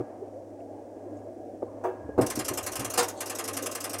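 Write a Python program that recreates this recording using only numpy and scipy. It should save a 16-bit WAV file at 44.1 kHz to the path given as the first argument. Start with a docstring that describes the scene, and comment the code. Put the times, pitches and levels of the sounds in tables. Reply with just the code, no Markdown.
"""A loose ratchet clatters under a worn kiddie ride, heard from close beneath the carriage.
Its pawl strikes and falls back more lightly about eleven times a second; once it slips with a
crash, pauses and catches again. A deep thud opens the sound; later dull knocks and a heavy thump
set the ratchet going. Behind it the motor hums and the wheels rumble and rub round a steel track."""
import sys
import numpy as np
from scipy import signal
from scipy.fft import rfft, irfft
from scipy.io import wavfile
from scipy.ndimage import uniform_filter1d

SR = 44100
rng = np.random.default_rng(int(sys.argv[2]) if len(sys.argv) > 2 else 0)


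def inscribe(sig):
    """Save sig as 16-bit PCM at rate SR to the path in sys.argv[1].

    A 1-D sig is mono; a 2-D sig holds one channel per row.
    Samples are clipped to [-1, 1] before scaling.
    """
    pcm = np.round(np.clip(np.atleast_2d(sig).T, -1, 1) * 32767)
    wavfile.write(sys.argv[1], SR, pcm.astype(np.int16))


N = 176400
TIME = np.arange(N) / SR


def from_db(db):
    """Decibels to gain."""
    return 10 ** (np.asarray(db) / 20)


def rms_one(x):
    """Scale to unit level."""
    return x / np.sqrt(np.mean(x ** 2) + 1e-20)


def decay(t, t60):
    """Gain that falls 60 dB in t60 seconds."""
    return np.exp(-np.log(1000) * t / t60)


def level(rows):
    """Gain over time from points of t/s, level/dB."""
    return from_db(np.interp(TIME, *np.transpose(rows)))


def at_hz(points, hz):
    """Read a table on a log-frequency axis."""
    f, value = np.transpose(points)
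    return np.interp(np.log(hz), np.log(f), value)


def colour_gain(colour, hz):
    """Gain of a spectrum, falling steeply beyond its ends."""
    low_cut = np.minimum(1, hz / colour[0][0]) ** 3
    high_cut = np.minimum(1, colour[-1][0] / hz) ** 3
    return from_db(at_hz(colour, hz)) * low_cut * high_cut


def drift(rate_hz):
    """Slow random wander of spread 1."""
    hop, settle = 100, 1000
    r = np.exp(-2 * np.pi * rate_hz * hop / SR)
    white = rng.standard_normal(N // hop + settle + 2)
    slow = signal.lfilter([1], [1, -2 * r, r * r], white)[settle:]
    return np.interp(np.arange(N) / hop, np.arange(len(slow)), rms_one(slow))


def ripple(shape, width_hz, step_hz):
    """Random hills and dips along frequency, spread 1."""
    width = max(int(width_hz / step_hz), 1)
    return rms_one(uniform_filter1d(uniform_filter1d(rng.standard_normal(shape), width), width))


def noise(colour):
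    """Steady noise of a given colour, unit level."""
    hz = np.maximum(np.arange(N // 2 + 1) * SR / N, 1)
    return rms_one(irfft(rfft(rng.standard_normal(N)) * colour_gain(colour, hz), N))


def tone(hz, wander_hz, waver_db):
    """A slightly unsteady sine of unit level."""
    phase = 2 * np.pi * np.cumsum(hz + wander_hz * drift(5.4)) / SR
    return rms_one(np.sin(phase) * from_db(waver_db * drift(3.0)))


def resonance(x, hz, t60):
    """One ringing mode, gain 1 at its centre."""
    r = decay(1 / SR, t60)
    feedback = [1, -2 * r * np.cos(2 * np.pi * hz / SR), r * r]
    return signal.lfilter((1 - r * r) / 2 * np.array([1, 0, -1]), feedback, x + 1e-18)


def friction(hz, t60):
    """Rubbing keeps one resonance sounding roughly; unit level."""
    return rms_one(resonance(resonance(rng.standard_normal(N), hz, t60), hz, t60))


# edges of the bands in which a struck body rings: f/Hz
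BAND_EDGES = [22, 180, 400, 750, 1200, 1900, 2900, 4500, 7000, 10500, 17000]


def blows(rows, colour, t60, build, hold_s, alike=0):
    """Blows on a body with dense, clustered modes: each band builds up, holds and dies."""
    size = 16384
    t = np.arange(size) / SR
    hz = np.maximum(np.arange(size // 2 + 1) * SR / size, 1)
    phases = np.exp(2j * np.pi * rng.random((len(rows) + 1, len(hz))))
    clusters_db = 2.1 * ripple(len(hz), width_hz=60, step_hz=SR / size)
    contact_db = 2.7 * ripple((len(rows), len(hz)), width_hz=600, step_hz=SR / size)
    gain = colour_gain(colour, hz)
    blend = np.sqrt(alike) * phases[0] + np.sqrt(1 - alike) * phases[1:]  # repeats ring partly alike
    modes = blend * gain * from_db(clusters_db + contact_db)
    rings, out = 0, np.zeros(N + 2 * size)
    for low, high in zip(BAND_EDGES, BAND_EDGES[1:]):
        centre, band = np.sqrt(low * high), (hz >= low) & (hz < high)
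        rise = 1 - np.exp(-t / at_hz(build, centre))
        envelope = rise * decay(np.maximum(t - hold_s, 0), at_hz(t60, centre))
        energy = np.sum(envelope ** 2) * np.sum(gain[band] ** 2) / np.sum(gain ** 2)
        ringing = envelope * irfft(modes * band, size)
        rings += ringing * np.sqrt(energy / np.sum(ringing ** 2, axis=1, keepdims=True))
    for (s, db), ring in zip(rows, rings):
        start = int(s * SR)
        out[start:start + size] += from_db(db) * ring
    return out[:N]


def room(x):
    """The space round the ride adds a faint reverberant tail."""
    tail = rng.standard_normal(SR) * decay(TIME[:SR], t60=0.47)
    return x + from_db(-17.5) * signal.fftconvolve(x, tail / np.sqrt(np.sum(tail ** 2)))[:N]


# the steel frame's strongest modes: f/Hz, t60/s, relative level/dB
FRAME_MODES = [(366.4, 0.34, 3), (483.5, 0.2, 12), (745, 0.079, 4), (850, 0.3, -2), (955, 0.28, -4),
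               (1062, 0.097, 6), (1178, 0.14, 0.5), (3223, 0.24, 1.5), (6450, 0.069, -6), (8770, 0.1, -1)]


def frame(x, modes_db):
    """The frame rings along with whatever shakes it."""
    return x + sum(from_db(db + modes_db) * resonance(x, hz, t60) for hz, t60, db in FRAME_MODES)


# course of the squeal: t/s, level/dB
SQUEAL_LEVEL = [(0, -66), (.3, -90), (1.2, -71), (1.82, -92), (1.85, -49), (1.95, -61.5), (2.13, -60),
                (2.32, -92)]
# spectrum of the hiss: f/Hz, relative level/dB
HISS_COLOUR = [(2200, -7), (3700, -9.5), (5600, -1.5), (9500, -4), (11000, -12), (15500, -12)]


def drive():
    """Motor hum, faint hiss and a thin squeal, loudest at the clank, fading as the clatter begins."""
    hum = from_db(-54.5) * tone(hz=101.4, wander_hz=0.55, waver_db=2.5)
    squeal = level(SQUEAL_LEVEL) * friction(hz=1642, t60=0.052)
    hiss = from_db(-72.5 + 0.15 * drift(5.1)) * noise(HISS_COLOUR)
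    return hum + squeal + hiss


# faint ticks, scrapes and rings: t/s, level/dB, rise/s, t60/s, centre f/Hz
SCRAPES_AND_RINGS = [(.603, -61.5, .0012, 0.031, 2360), (1.165, -64, 0.0056, .1, 6540),
                     (1.64, -56.5, 0.025, 0.8, 1010), (1.837, -56, 0.0025, 0.12, 6640),
                     (2.179, -59.5, .001, .07, 7960), (3.151, -52, 0.04, 0.27, 3800),
                     (3.163, -49, .015, .25, 7100)]


def scrapes_and_rings():
    """Faint ticks and scrapes, a knock's lingering mid ring and the clank's bright edge."""
    out = 0
    for s, db, rise_s, t60, hz in SCRAPES_AND_RINGS:
        hump = [(hz / 2, -36), (hz, 0), (hz * 2, -36)]
        out += blows([(s, db)], hump, [(1, t60)], [(1, rise_s)], hold_s=rise_s)
    return out


# spectra of rolling, deep rumble and scuffing: f/Hz, relative level/dB
ROLL_COLOUR = [(30, -28), (70, -19.5), (115, -13), (160, -19), (210, -9.5), (290, 1.5), (420, -5),
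               (620, 0.5), (780, -10), (1000, -39), (1500, -33.5), (3500, -48)]
RUMBLE_COLOUR = [(25, -29), (50, -11), (80, 0), (120, -11), (200, -16)]
SCUFF_COLOUR = [(400, -15), (900, 13), (1350, -3), (1750, -5.5), (2300, -13), (3500, -31), (6000, -24)]
# course of the rumble and the scuffing: t/s, level/dB
RUMBLE_LEVEL = [(0, -72), (.5, -80), (1.6, -72), (1.67, -62), (1.98, -68), (2.03, -48), (2.15, -51),
                (2.4, -55), (2.82, -55), (2.95, -64), (4, -86)]
SCUFF_LEVEL = [(0, -52), (.22, -62), (.55, -66.5), (1.2, -61), (1.5, -71), (1.92, -53), (2.1, -57.5),
               (3.15, -50), (4, -61)]
# groans of the wheels: f/Hz, wander/Hz, level/dB against the rolling noise
GROANS = [(325, 40, -11), (490, 55, -13), (620, 70, -15), (780, 55, -16)]


def wheels():
    """Wheels roll unevenly on the track, groaning and rumbling; their scuffing rings the frame."""
    load_db = 1.0 * (TIME > PAWL_STRIKES[0][0])  # a little louder from the first strike on
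    groans = sum(from_db(db) * tone(hz, wander_hz, waver_db=4) for hz, wander_hz, db in GROANS)
    roll = from_db(-43 + load_db + 0.8 * drift(12)) * (noise(ROLL_COLOUR) + groans)
    rumble = level(RUMBLE_LEVEL) * noise(RUMBLE_COLOUR)
    scuff = level(SCUFF_LEVEL) * noise(SCUFF_COLOUR)
    return roll + rumble + frame(scuff, modes_db=-19)


# brief rubs of a wheel: t/s, length/s, f/Hz, level/dB
RUBS = [(0.209, .06, 398, -36.5), (0.3, 0.16, 515, -44.5), (0.575, 0.092, 654, -45),
        (0.724, 0.099, 820, -51.5), (1.06, 0.11, 295, -43.5), (1.254, 0.068, 602, -41)]


def rubs():
    """A wheel rubs the track: one resonance swells and fades."""
    out = 0
    for s, length_s, hz, db in RUBS:
        swell = np.sin(np.pi * np.clip((TIME - s) / length_s, 0, 1))
        rub = swell * friction(hz, t60=0.039)
        out += from_db(db) * rub * np.sqrt(np.sum(swell ** 2) / np.sum(rub ** 2))
    return out


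KNOCK_BUILD_S, KNOCK_BASS_HZ, KNOCK_TREBLE_HZ = 0.0061, 283, 710
# a deep thud, then dull knocks: t/s, level/dB, bass shelf/dB, treble shelf/dB, hold/s, t60/s
KNOCKS = [(0.0, -17, 13, 2, 0.0032, 0.051), (1.621, -22.5, -34, -16, 0.0078, 0.05),
          (1.837, -26.5, -31, 6.5, 0.013, 0.24), (2.089, -21, -20, -16, 0.0024, 0.041),
          (2.177, -15.5, 6.5, 6, 0.015, 0.15), (2.208, -22.5, 14.5, 16.5, 0.0072, 0.23),
          (2.371, -24.5, 12, -4, 0.0055, 0.16), (2.498, -29.5, 9, -3, 0.0082, 0.19),
          (2.788, -33, 29, 18, 0.012, 0.29)]
# spectrum of a knock before the shelves: f/Hz, relative level/dB
KNOCK_COLOUR = [(35, -27), (80, -40), (118, 0.5), (170, -20.5), (270, 4), (385, 2), (520, -2.5),
                (750, -9.5), (1100, -20), (1700, -30), (3000, -51.5), (15000, -58)]


def knocks():
    """A deep thud opens the sound; dull knocks follow, each with its own share of bass and treble."""
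    out = 0
    hz, base_db = np.transpose(KNOCK_COLOUR)
    for s, db, bass_db, treble_db, hold_s, t60 in KNOCKS:
        bass = bass_db / (1 + (hz / KNOCK_BASS_HZ) ** 4)
        treble = treble_db / (1 + (KNOCK_TREBLE_HZ / hz) ** 4)
        colour = list(zip(hz, base_db + bass + treble))
        out += blows([(s, db)], colour, [(1, t60)], [(1, KNOCK_BUILD_S)], hold_s)
    return out


# modes of a loose steel part: f/Hz, t60/s, level/dB
CLANK_MODES = [(369.3, .3, -27.5), (636, 0.21, -35), (784, 0.22, -31), (948, 0.21, -29),
               (2630, 0.32, -58.5)]


def clank(start_s=1.84, beat_db=5):
    """A hard knock sets a loose steel part ringing; its modes beat as they die."""
    t = np.maximum(TIME - start_s, 0)
    rings = sum(from_db(db + beat_db * drift(27)) * np.sin(2 * np.pi * hz * t) * decay(t, t60)
                for hz, t60, db in CLANK_MODES)
    return rings * (1 - np.exp(-t / KNOCK_BUILD_S))


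# the pawl strikes, it falls back, the slipping teeth crash: t/s, relative level/dB
PAWL_STRIKES = [(2.2108, -24.5), (2.2991, -22), (2.3893, -21.5), (2.4801, -20.5), (2.5721, -21.5),
                (2.6624, -21.5), (2.7538, -23), (2.7923, -22), (2.8445, -22.5), (2.9357, -21.5),
                (3.2041, -21.5), (3.2951, -22.5), (3.3841, -22.5), (3.4762, -22.5), (3.5664, -21.5),
                (3.6576, -22), (3.7486, -23), (3.8396, -22), (3.9307, -23.5)]
PAWL_FALLS = [(2.2625, -24.5), (2.3525, -22), (2.4445, -24.5), (2.5345, -25.5), (2.6265, -25.5),
              (2.7165, -24.5), (2.8985, -24.5), (3.0275, -22.5), (3.0815, -24.5), (3.2565, -23.5),
              (3.3485, -25), (3.4385, -25), (3.5295, -26.5), (3.6225, -24), (3.7115, -24), (3.8025, -26),
              (3.8935, -25), (3.9835, -24.5)]
TOOTH_CRASHES = [(2.974, -18.5), (2.987, -18.5), (3.012, -32)]
# spectrum of each contact: f/Hz, relative level/dB
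STRIKE_COLOUR = [(300, -2.5), (700, .5), (1200, 3.5), (1700, 2), (2900, 0), (3600, -6.5), (4500, -4),
                 (6000, 1.5), (9700, 4), (13400, -3), (15500, -15.5)]
FALL_COLOUR = [(300, -7.5), (1000, -3), (1500, -2.5), (2900, -5), (3500, -9.5), (4500, -4.5), (5400, 4.5),
               (7200, 1.5), (12500, 0.5), (15500, -14.5)]
CRASH_COLOUR = [(100, 1), (250, 15.5), (480, 13), (1100, 15), (1700, 8.5), (3200, 3.5), (5000, 6),
                (8500, 10), (11000, -1), (15500, -4)]
# how long the steel rings: f/Hz, t60/s
STEEL_T60 = [(400, 0.13), (1200, 0.18), (3000, .15), (7000, 0.091), (14000, 0.07)]
# how its ring builds up: f/Hz, rise/s
STEEL_BUILD = [(400, 0.0093), (1200, 0.0091), (3000, 0.0079), (7000, 0.004), (14000, 0.0043)]


def ratchet():
    """Close to the microphone the pawl strikes and falls back, chattering, and once slips with a crash."""
    strikes = blows(PAWL_STRIKES, STRIKE_COLOUR, STEEL_T60, STEEL_BUILD, hold_s=0.0032, alike=0.45)
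    falls = blows(PAWL_FALLS, FALL_COLOUR, STEEL_T60, STEEL_BUILD, hold_s=0.0032, alike=0.6)
    crash = blows(TOOTH_CRASHES, CRASH_COLOUR, STEEL_T60, STEEL_BUILD, hold_s=0.0077)
    contacts = from_db(-4) * strikes + from_db(-6) * falls + crash
    chatter = from_db(1.54 * drift(47))
    return frame(contacts * chatter, modes_db=2)


def scene():
    """Everything that reaches one microphone under the carriage."""
    clatter = room(ratchet())
    knocking = frame(knocks() + scrapes_and_rings(), modes_db=-10.5)
    return (clatter + knocking + clank() + wheels() + rubs() + drive())[None]


def record(dry, hollow_hz=154.7, cutoff_hz=16600):
    """At the microphone: the space under the carriage swallows a narrow bass band; the top is cut."""
    hollow = signal.lfilter(*signal.iirnotch(hollow_hz, Q=3.4, fs=SR), dry)
    return signal.sosfilt(signal.cheby2(16, 60, cutoff_hz, fs=SR, output="sos"), hollow)


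dry = scene()
out = record(dry)
inscribe(out)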